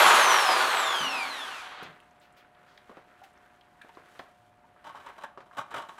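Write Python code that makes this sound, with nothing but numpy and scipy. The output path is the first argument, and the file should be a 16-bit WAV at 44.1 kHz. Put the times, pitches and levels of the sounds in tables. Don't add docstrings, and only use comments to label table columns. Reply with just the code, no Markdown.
import sys
import numpy as np
from scipy import signal
from scipy.fft import rfft, irfft, next_fast_len
from scipy.io import wavfile

SR = 44100
rng = np.random.default_rng(int(sys.argv[2]) if len(sys.argv) > 2 else 0)


def dump(signal):
    limited = np.clip(np.atleast_2d(signal).T, -1, 1)
    pcm = np.round(limited * 32767).astype(np.int16)
    wavfile.write(sys.argv[1], SR, pcm)


def boost(x):
    u = np.asarray(x, float) / 20
    return 10 ** u


N = 264159
RUN_IN = 3000


def rms_one(x):
    return x / np.sqrt(np.mean(x ** 2) + 1e-20)


def in_time(rows):
    s, *columns = np.transpose(rows)
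    return [np.interp(np.arange(N) / SR, s, c) for c in columns]


def at_hz(points, hz):
    points = np.array(points)
    return np.interp(np.log(np.maximum(hz, 1)), np.log(points[:, 0]), points[:, 1])


def colour(x, points):
    size = 2 * next_fast_len(N // 2 + 4096)
    gain = boost(at_hz(points, np.fft.rfftfreq(size, 1 / SR)))
    cepstrum = irfft(np.log(gain), size)
    cepstrum[1:size // 2] *= 2
    cepstrum[size // 2 + 1:] = 0
    response = np.exp(rfft(cepstrum))
    return irfft(rfft(x, size) * response, size)[:N]


def drift(rate_hz):
    r = np.exp(-80 * np.pi * rate_hz / SR)
    noise = rng.standard_normal(N // 40 + 2002)
    slow = signal.lfilter([1], [1, -2 * r, r * r], noise)[2000:]
    return np.interp(np.arange(N) / 40, np.arange(len(slow)), rms_one(slow))


def resonate(x, hz, width_hz):
    r2 = np.exp(-2 * np.pi * width_hz / SR)
    poles = [1, -(1 + r2) * np.cos(2 * np.pi * hz / SR), r2]
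    return signal.lfilter([(1 - r2) / 2, 0, (r2 - 1) / 2], poles, x)


def grains(per_s, spread_db):
    sizes = boost(spread_db * np.minimum(rng.exponential(1, N), 4)) * rng.standard_normal(N)
    return rms_one(sizes * (rng.random(N) < per_s / SR))


def burst(t60_s, swell_s):
    t = np.arange(SR // 4) / SR
    return (1 - np.exp(-t / max(swell_s, 1e-4))) * boost(-60 * t / np.clip(t60_s, .008, .3))


def contact_noise():
    return rng.standard_normal(SR // 4 + RUN_IN)


def struck(noise, hz, share):
    push = noise.copy()
    push[RUN_IN + 8] += 12
    once = resonate(push, hz, share * hz)
    return rms_one(resonate(once, hz, 0.68 * share * hz)[RUN_IN:])


def add(track, s, sound):
    i = round(s * SR)
    track[i:i + len(sound)] += sound[:N - i]


# f/Hz, level/dB per Hz
AIR_SPECTRUM = [(12, -44), (20, -20.5), (42, -10.5), (232, -6.5), (491, -15.5), (597, -7.5), (649, -8),
                (725, -10.5), (788, -7), (2680, -22.5), (5690, -40), (11400, -38), (15500, -54.5)]
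AIR_DB = -65


def room_air():
    noise = rms_one(colour(rng.standard_normal(N), AIR_SPECTRUM))
    return boost(AIR_DB) * noise * boost(.5 * drift(4))


# f/Hz, level/dB rms
BALLAST_LINES = [(360, -82), (598, -73.5), (720.5, -66), (840, -84.5), (960, -80.5), (1200, -85)]


def ballast():
    t = np.arange(N) / SR
    hum = np.zeros(N)
    for hz, db in BALLAST_LINES:
        tone = np.sin(2 * np.pi * (hz * t + rng.random()))
        hum += np.sqrt(2) * boost(db + 0.64 * drift(3)) * tone
    return hum


# f/Hz, t60/s, level/dB
ECHO_BANDS = [(398, 0.77, -11.5), (1500, 0.29, -8), (5000, 0.26, -14.5)]


def workshop(x):
    t = np.arange(SR // 2) / SR
    first_wall = np.clip((t - .006) / 0.0029, 0, 1)
    tail = np.zeros(len(t))
    for hz, t60_s, db in ECHO_BANDS:
        band = resonate(rng.standard_normal(len(t)), hz, 3.1 * hz)
        decay = boost(-60 * t / t60_s) * first_wall
        tail += boost(db) * band * decay * np.sqrt(14 / t60_s / SR)
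    return signal.fftconvolve(x, tail)[:N]


# t/s, length/s, level/dB, f/Hz, fade/dB per s
CREEPS = [
    (1.03, .55, -49, 270, 31),
    (3.07, .19, -66, 1440, 5),
    (4.24, .58, -74.5, 106, 3),
]
BOARD_SHARE = 0.18


def board():
    t = np.arange(N) / SR
    out = np.zeros(N)
    for s, length_s, db, hz, fade_db_per_s in CREEPS:
        once = resonate(rng.standard_normal(N), hz, BOARD_SHARE * hz)
        hum = rms_one(resonate(once, hz, BOARD_SHARE * hz))
        gate = np.clip(np.minimum(t - s, s + length_s - t) / 0.032, 0, 1)
        out += boost(db - fade_db_per_s * (t - s)) * gate * hum
    return out


# t/s, level/dB
SOLE_LEVEL = [(1.9, -46.5), (2.0, -63.5), (3.0, -56.5), (3.76, -64.5), (3.97, -55.5), (4.25, -58.5),
              (4.45, -70.5), (4.9, -59), (5.08, -48.5), (5.3, -70), (5.65, -77), (5.76, -34.5), (5.85, -58)]
# f/Hz, level/dB per Hz
RUSTLE_SPECTRUM = [(150, -12), (400, 0), (900, -3), (1500, 4.5), (2500, -6), (4000, -18), (7000, -38.5)]
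# f/Hz, level/dB per Hz
CLOTH_SPECTRUM = [(1500, -30), (3000, 3.5), (5000, -4), (8000, -6), (12000, -10.5), (15500, -16.5)]
# peak t/s, level/dB, swell and fade/dB per s
SLEEVE_SWEEPS = [(1.9, -68, 26), (2.87, -70, 43.5), (3.29, -69, 49.5), (3.85, -74, 30), (4.16, -61.5, 49),
                 (5.05, -64, 54), (5.76, -83, 97.5), (5.99, -59, 45.5)]
CLOTH_FLOOR_DB = -86


def shuffle():
    t = np.arange(N) / SR
    sole_db, = in_time(SOLE_LEVEL)
    sweeps = boost(CLOTH_FLOOR_DB)
    for s, db, fade_db_per_s in SLEEVE_SWEEPS:
        sweeps = sweeps + boost(db - fade_db_per_s * np.abs(t - s))
    rustle = rms_one(colour(grains(3700, spread_db=-2.0), RUSTLE_SPECTRUM))
    swish = rms_one(colour(grains(8000, spread_db=-7.5), CLOTH_SPECTRUM))
    return rustle * boost(sole_db - 4.5 + 1.8 * drift(14)) + swish * sweeps * boost(-7.0 + 1.5 * drift(12))


# t/s, peak level/dB, f/Hz
GRIT_CLICKS = [(2.002, -52, 2580), (2.034, -70.5, 7640), (2.11, -67, 6450), (2.2, -64.5, 7900),
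               (2.325, -64, 8600), (2.409, -59, 3150), (2.549, -61, 3180), (2.776, -47.5, 3570),
               (2.778, -52, 1800), (3.13, -73, 6100), (3.376, -66, 5400), (3.46, -52, 1500),
               (3.611, -53, 3100), (3.817, -51, 3600), (3.818, -61, 8900), (3.95, -59, 4000),
               (4.192, -42.5, 3650), (4.194, -38.5, 1700), (5.405, -75, 1670), (1.83, -52.5, 11200),
               (2.002, -64, 9000), (2.894, -50, 690), (3.892, -50.5, 2600), (5.574, -35.5, 1300),
               (5.741, -40, 1300)]
CLICK_SHARE, CLICK_T60_S, CLICK_SWELL_S = .5, .036, .0003
# t/s, peak level/dB, f/Hz
PART_CHINKS = [
    (3.814, -42.5, 1620),
    (3.818, -51, 2410),
]
CHINK_SHARE, CHINK_T60_S = .25, .08
# t/s, peak level/dB, f/Hz, t60/s
FLOOR_SCUFFS = [(1.71, -58, 10000, 0.055), (1.829, -43.5, 5000, .07), (2.205, -50.5, 2450, 0.213),
                (2.364, -46.5, 2240, .15), (2.671, -53.5, 3430, .3), (2.999, -62, 3460, .12),
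                (3.234, -42, 2120, 0.068), (3.236, -60.5, 7900, .1), (3.33, -59, 8500, 0.039)]
SCUFF_WIDTH_HZ, SCUFF_SWELL_PER_T60 = 4400, 0.133


def ticks():
    rows = [(*row, CLICK_SHARE, CLICK_T60_S, CLICK_SWELL_S) for row in GRIT_CLICKS]
    rows += [(*row, CHINK_SHARE, CHINK_T60_S, CLICK_SWELL_S) for row in PART_CHINKS]
    for s, db, hz, t60_s in FLOOR_SCUFFS:
        rows.append((s, db, hz, SCUFF_WIDTH_HZ / hz, t60_s, SCUFF_SWELL_PER_T60 * t60_s))
    out = np.zeros(N)
    for s, peak_db, hz, share, t60_s, swell_s in rows:
        noise = contact_noise()
        spray = .26 * share * noise[RUN_IN:]
        add(out, s, boost(peak_db - 3.5) * (struck(noise, hz, share) + spray) * burst(t60_s, swell_s))
    return out


# t/s, peak level/dB, f/Hz
HOLLOW_BOARD = [(1.006, -36.5, 223), (1.884, -56.5, 160)]
METAL_PINGS = [(3.217, -41.5, 783), (4.64, -52, 926), (5.239, -35, 1600)]
HEAVY_STEPS = [(1.03, -58, 110), (1.825, -45.5, 258)]
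LIGHT_STEPS = [(2.895, -43.5, 450), (2.915, -49, 450), (2.97, -43.5, 518), (3.846, -51.5, 349),
               (3.971, -46, 480), (4.194, -39.5, 594), (5.375, -41, 540), (5.405, -46, 725)]
ANCHOR_RAPS = [(3.892, -50.5, 910), (4.762, -52.5, 1010), (4.948, -42, 990), (5.064, -56, 945),
               (5.512, -45, 1310)]
# width / pitch, t60/s, crack over knock/dB
KNOCK_KINDS = [
    (0.52, 0.22, -30),
    (.12, .085, -22),
    (2.15, 0.41, -14),
    (2, .11, -6.5),
    (.45, .055, -19),
]


def knocks():
    tables = [HOLLOW_BOARD, METAL_PINGS, HEAVY_STEPS, LIGHT_STEPS, ANCHOR_RAPS]
    out = np.zeros(N)
    for table, (share, t60_s, crack_db) in zip(tables, KNOCK_KINDS):
        for s, peak_db, hz in table:
            ring = struck(contact_noise(), hz, share) * burst(t60_s, 0.00035)
            crack = struck(contact_noise(), 1080, 0.3) * burst(0.69 * t60_s, 0.00037)
            floor = struck(contact_noise(), 168, 0.88) * burst(1.3 * t60_s, 0.013)
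            thud = 0.086 * share * floor
            add(out, s, boost(peak_db - 1.5) * (ring + thud + boost(crack_db) * crack))
    return out


# t/s, peak level/dB, t60/s
ANCHOR_SLIPS = [(4.84, -34.5, 0.56), (4.865, -27.5, 0.074), (4.892, -31.5, 0.055), (4.948, -33, .21),
                (4.998, -35, 0.045), (5.043, -39.5, 0.075), (5.06, -22.5, 0.046), (5.086, -32.5, 0.11),
                (5.129, -44, .086), (5.179, -27, .065), (5.209, -34, 0.193), (5.235, -20, 0.05),
                (5.459, -41, 0.059), (5.526, -40.5, 0.13), (5.544, -44, .13), (5.568, -21, 0.07),
                (5.58, -17, 0.095), (5.609, -30.5, .066), (5.705, -28, .12), (5.739, -17.5, 0.064),
                (5.758, -25.5, 0.26), (5.779, -27, .088), (5.819, -33, .054), (5.886, -27, 0.089),
                (5.98, -26.5, .076)]
# f/Hz, width/Hz, level/dB
ANCHOR_MODES = [(624, 49, -18), (940, 5.5, 16.5), (1086, 150, -2.5), (1430, 18, -11), (1600, 34, 7.5),
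                (1806, 100, -5), (2730, 92, -30), (2940, 9, -6.5), (4040, 160, -13.5), (4530, 28, -26.5)]
# f/Hz, level/dB per Hz
SLAB_SPECTRUM = [(71, -41.5), (120, -14), (512, -14.5), (580, -5.5), (678, -22.5), (1080, 6.5), (1370, -14),
                 (2810, -23.5), (5000, -46), (6500, -41), (11000, -120)]
# f/Hz, level/dB per Hz
GRIT_SPECTRUM = [(1470, -41.5), (2500, -25), (2800, -3.5), (3690, -22.5), (7730, -5.5), (13300, -31.5),
                 (15500, -40.5)]
SLIP_SWELL_S = .004
HAND_DAMPING_HZ = 160
GRIT_DB, GRIT_GROWS_DB_PER_S = -24.5, 5


def anchor():
    force, dust = np.zeros(N), np.zeros(N)
    for s, peak_db, t60_s in ANCHOR_SLIPS:
        grit_db = GRIT_DB + GRIT_GROWS_DB_PER_S * (s - ANCHOR_SLIPS[0][0])
        slip = burst(t60_s, SLIP_SWELL_S)
        add(force, s, boost(peak_db - 11) * slip)
        add(dust, s, boost(peak_db - 13.5 + grit_db) * slip)
    crush = grains(5000, spread_db=2.0)
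    slab = colour(crush * force, SLAB_SPECTRUM) / np.std(colour(crush, SLAB_SPECTRUM))
    rings = np.zeros(N)
    for k, (hz, width_hz, db) in enumerate(ANCHOR_MODES):
        rings += (-1) ** k * boost(db) * resonate(crush * force, hz, width_hz + HAND_DAMPING_HZ)
    grit = rms_one(colour(grains(12000, spread_db=1.5), GRIT_SPECTRUM)) * dust
    return boost(2.0) * slab + boost(6.5) * rings + grit


START_HZ, FRICTION_HZ_PER_S, OIL_DRAG_PER_S, FAN_DRAG = 7585, 2617.7, .20377, 28.537


def rotor():
    hz = np.linspace(START_HZ, 0, 4000)
    loss_hz_per_s = FRICTION_HZ_PER_S + OIL_DRAG_PER_S * hz + FAN_DRAG * (hz / 1000) ** 2
    s = np.cumsum(START_HZ / 4000 / loss_hz_per_s)
    return np.interp(np.arange(N) / SR, s - s[0], hz)


# f/Hz, level/dB per Hz
ROAR_SPECTRUM = [(35, -64), (60, -47), (113, -34), (257, -15.5), (301, -21), (339, -8), (668, -2), (723, 4),
                 (799, 0), (1140, 5.5), (2040, -4), (3490, -7), (4340, -13), (5190, -26.5), (7000, -28.5),
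                 (9100, -36), (15400, -120)]
# f/Hz, width/Hz, level/dB
SHELL_MODES = [(270, 8.2, -8), (560.6, 21, -4.5), (671, 17, 6), (741, 15, 13.5), (950, 11, 1),
               (1148, 22, 3.5), (1177, 30, 0), (1373, 5.3, -3), (1441, 21, 2), (1670, 23, 0.5),
               (1707, 12, 0), (2520, 24, -16.5), (2970, 18, -4.5), (3230, 90, -14)]
# t/s, level/dB
ROAR_LEVEL = [(0, -15.5), (.52, -23.5), (.91, -29.5), (1.29, -35.5), (1.61, -41), (1.85, -43),
              (1.89, -51.5), (1.98, -72)]
THIN_HZ, THIN_FROM_S, THIN_PER_S = 1300, 1.01, 1


def gear_roar(rattle, throb, roar_db):
    t = np.arange(N) / SR
    shell = np.zeros(N)
    for k, (hz, width_hz, db) in enumerate(SHELL_MODES):
        shell += (-1) ** k * boost(db) * resonate(rattle * boost(3.5 * drift(9.8)), hz, width_hz)
    body = rms_one(colour(rattle * throb, ROAR_SPECTRUM)) + .33 * rms_one(shell)
    lows = signal.sosfilt(signal.butter(1, THIN_HZ, fs=SR, output="sos"), body)
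    thinned = body - np.clip(THIN_PER_S * (t - THIN_FROM_S), 0, .8) * lows
    return thinned / np.std(body) * boost(roar_db + 0.71 * drift(22))


# f/Hz, level/dB per Hz
BRUSH_SPECTRUM = [(2350, -37.5), (4000, 2.5), (4740, -3), (5340, -0.5), (8890, -5.5), (9960, -5.5),
                  (11600, -8), (15500, -21)]
VENT_HZ, VENT_WIDTH_HZ, VENT_DB = 10400, 1500, -71.5


def brush_hiss(rattle, throb, hiss_db, bar_hz):
    brushes = rms_one(colour(rng.standard_normal(N) * throb, BRUSH_SPECTRUM))
    vent = rms_one(resonate(rattle, VENT_HZ, VENT_WIDTH_HZ)) * boost(VENT_DB + 2 * drift(8))
    vent_open = np.clip(2 * bar_hz / SPARKLESS_HZ - 1, 0, 1)
    return brushes * boost(hiss_db + drift(21)) + vent * vent_open


# f/Hz, level over roar/dB
BAR_RADIATION = [(2150, -8), (2450, 1), (3500, -7), (3850, -16), (4700, -18), (5000, -12), (6200, -17),
                 (7570, -25)]
# f/Hz, level over roar/dB
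OCTAVE_RADIATION = [(2300, -17), (2900, -9), (3700, -11), (5860, -16), (7240, -17), (9900, -25.5),
                    (15100, -40)]
# f/Hz, level over roar/dB
FAN_RADIATION = [(2100, -37), (2800, -18), (3600, -17), (5500, -22), (8600, -31), (9600, -25),
                 (11660, -22.5)]
# multiple of bar rate, level over hiss/dB
UPPER_WHINE = [(2.5, -14), (3.0, -5), (3.5, -7), (4.0, -4), (4.5, -9), (5.0, -5), (5.5, -6), (6.0, -7),
               (6.5, -12), (7.0, -12), (8.0, -13)]
BARS = 24
BLADES_PER_BAR = 1.54


def rotor_whine(bar_hz, phase, roar_db, hiss_db):
    lines = []
    for k, casing in [(1, BAR_RADIATION), (2, OCTAVE_RADIATION), (BLADES_PER_BAR, FAN_RADIATION)]:
        lines.append((k, roar_db + at_hz(casing, k * bar_hz)))
    for k, db in UPPER_WHINE:
        lines.append((k, hiss_db + db - .8 + at_hz(BRUSH_SPECTRUM, np.maximum(k * bar_hz, 5000))))
    whine = np.zeros(N)
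    for multiple, level_db in lines:
        hz = multiple * bar_hz
        flutter_db = min(2.4 * multiple, 3.3) * drift(12)
        wobble = (.2 + .2 * multiple) * drift(100) + .3 * np.sin(phase / BARS)
        passed = np.clip((hz - 1000) / 1000, 0, 1) * (hz < 16000)
        tone = np.sin(multiple * phase + wobble)
        whine += np.sqrt(2) * boost(level_db + flutter_db) * passed * tone
    return whine


HISS_DB, HISS_FADE_DB_PER_S = -13, 2.5
SPARKLESS_HZ, SPARKLESS_DB = 1150, -16.5
STOP_S, STOP_FADE_S = 2.2, .08


def drill():
    t = np.arange(N) / SR
    bar_hz = rotor()
    roar_db, = in_time(ROAR_LEVEL)
    sparkless = np.clip(2 - 2 * bar_hz / SPARKLESS_HZ, 0, 1)
    hiss_db = roar_db + HISS_DB - HISS_FADE_DB_PER_S * t + SPARKLESS_DB * sparkless
    phase = 2 * np.pi * np.cumsum(bar_hz) / SR
    throb = 1 + 0.056 * np.sin(phase / BARS)
    rattle = grains(12000, spread_db=1.5)
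    running = gear_roar(rattle, throb, roar_db) + brush_hiss(rattle, throb, hiss_db, bar_hz)
    running += rotor_whine(bar_hz, phase, roar_db, hiss_db)
    return running * np.clip((STOP_S - t) / STOP_FADE_S, 0, 1)


def scene():
    close = drill() + knocks() + ticks() + anchor()
    background = shuffle() + ballast() + room_air() + board()
    return (close + workshop(close) + background)[None]


def low_pass(x):
    return signal.sosfilt(signal.butter(12, 15640, fs=SR, output="sos"), x)


OVERLOAD = .8


def record(dry):
    mix = OVERLOAD * np.tanh(dry / OVERLOAD)
    return low_pass(mix)


dry = scene()
out = record(dry)
dump(out)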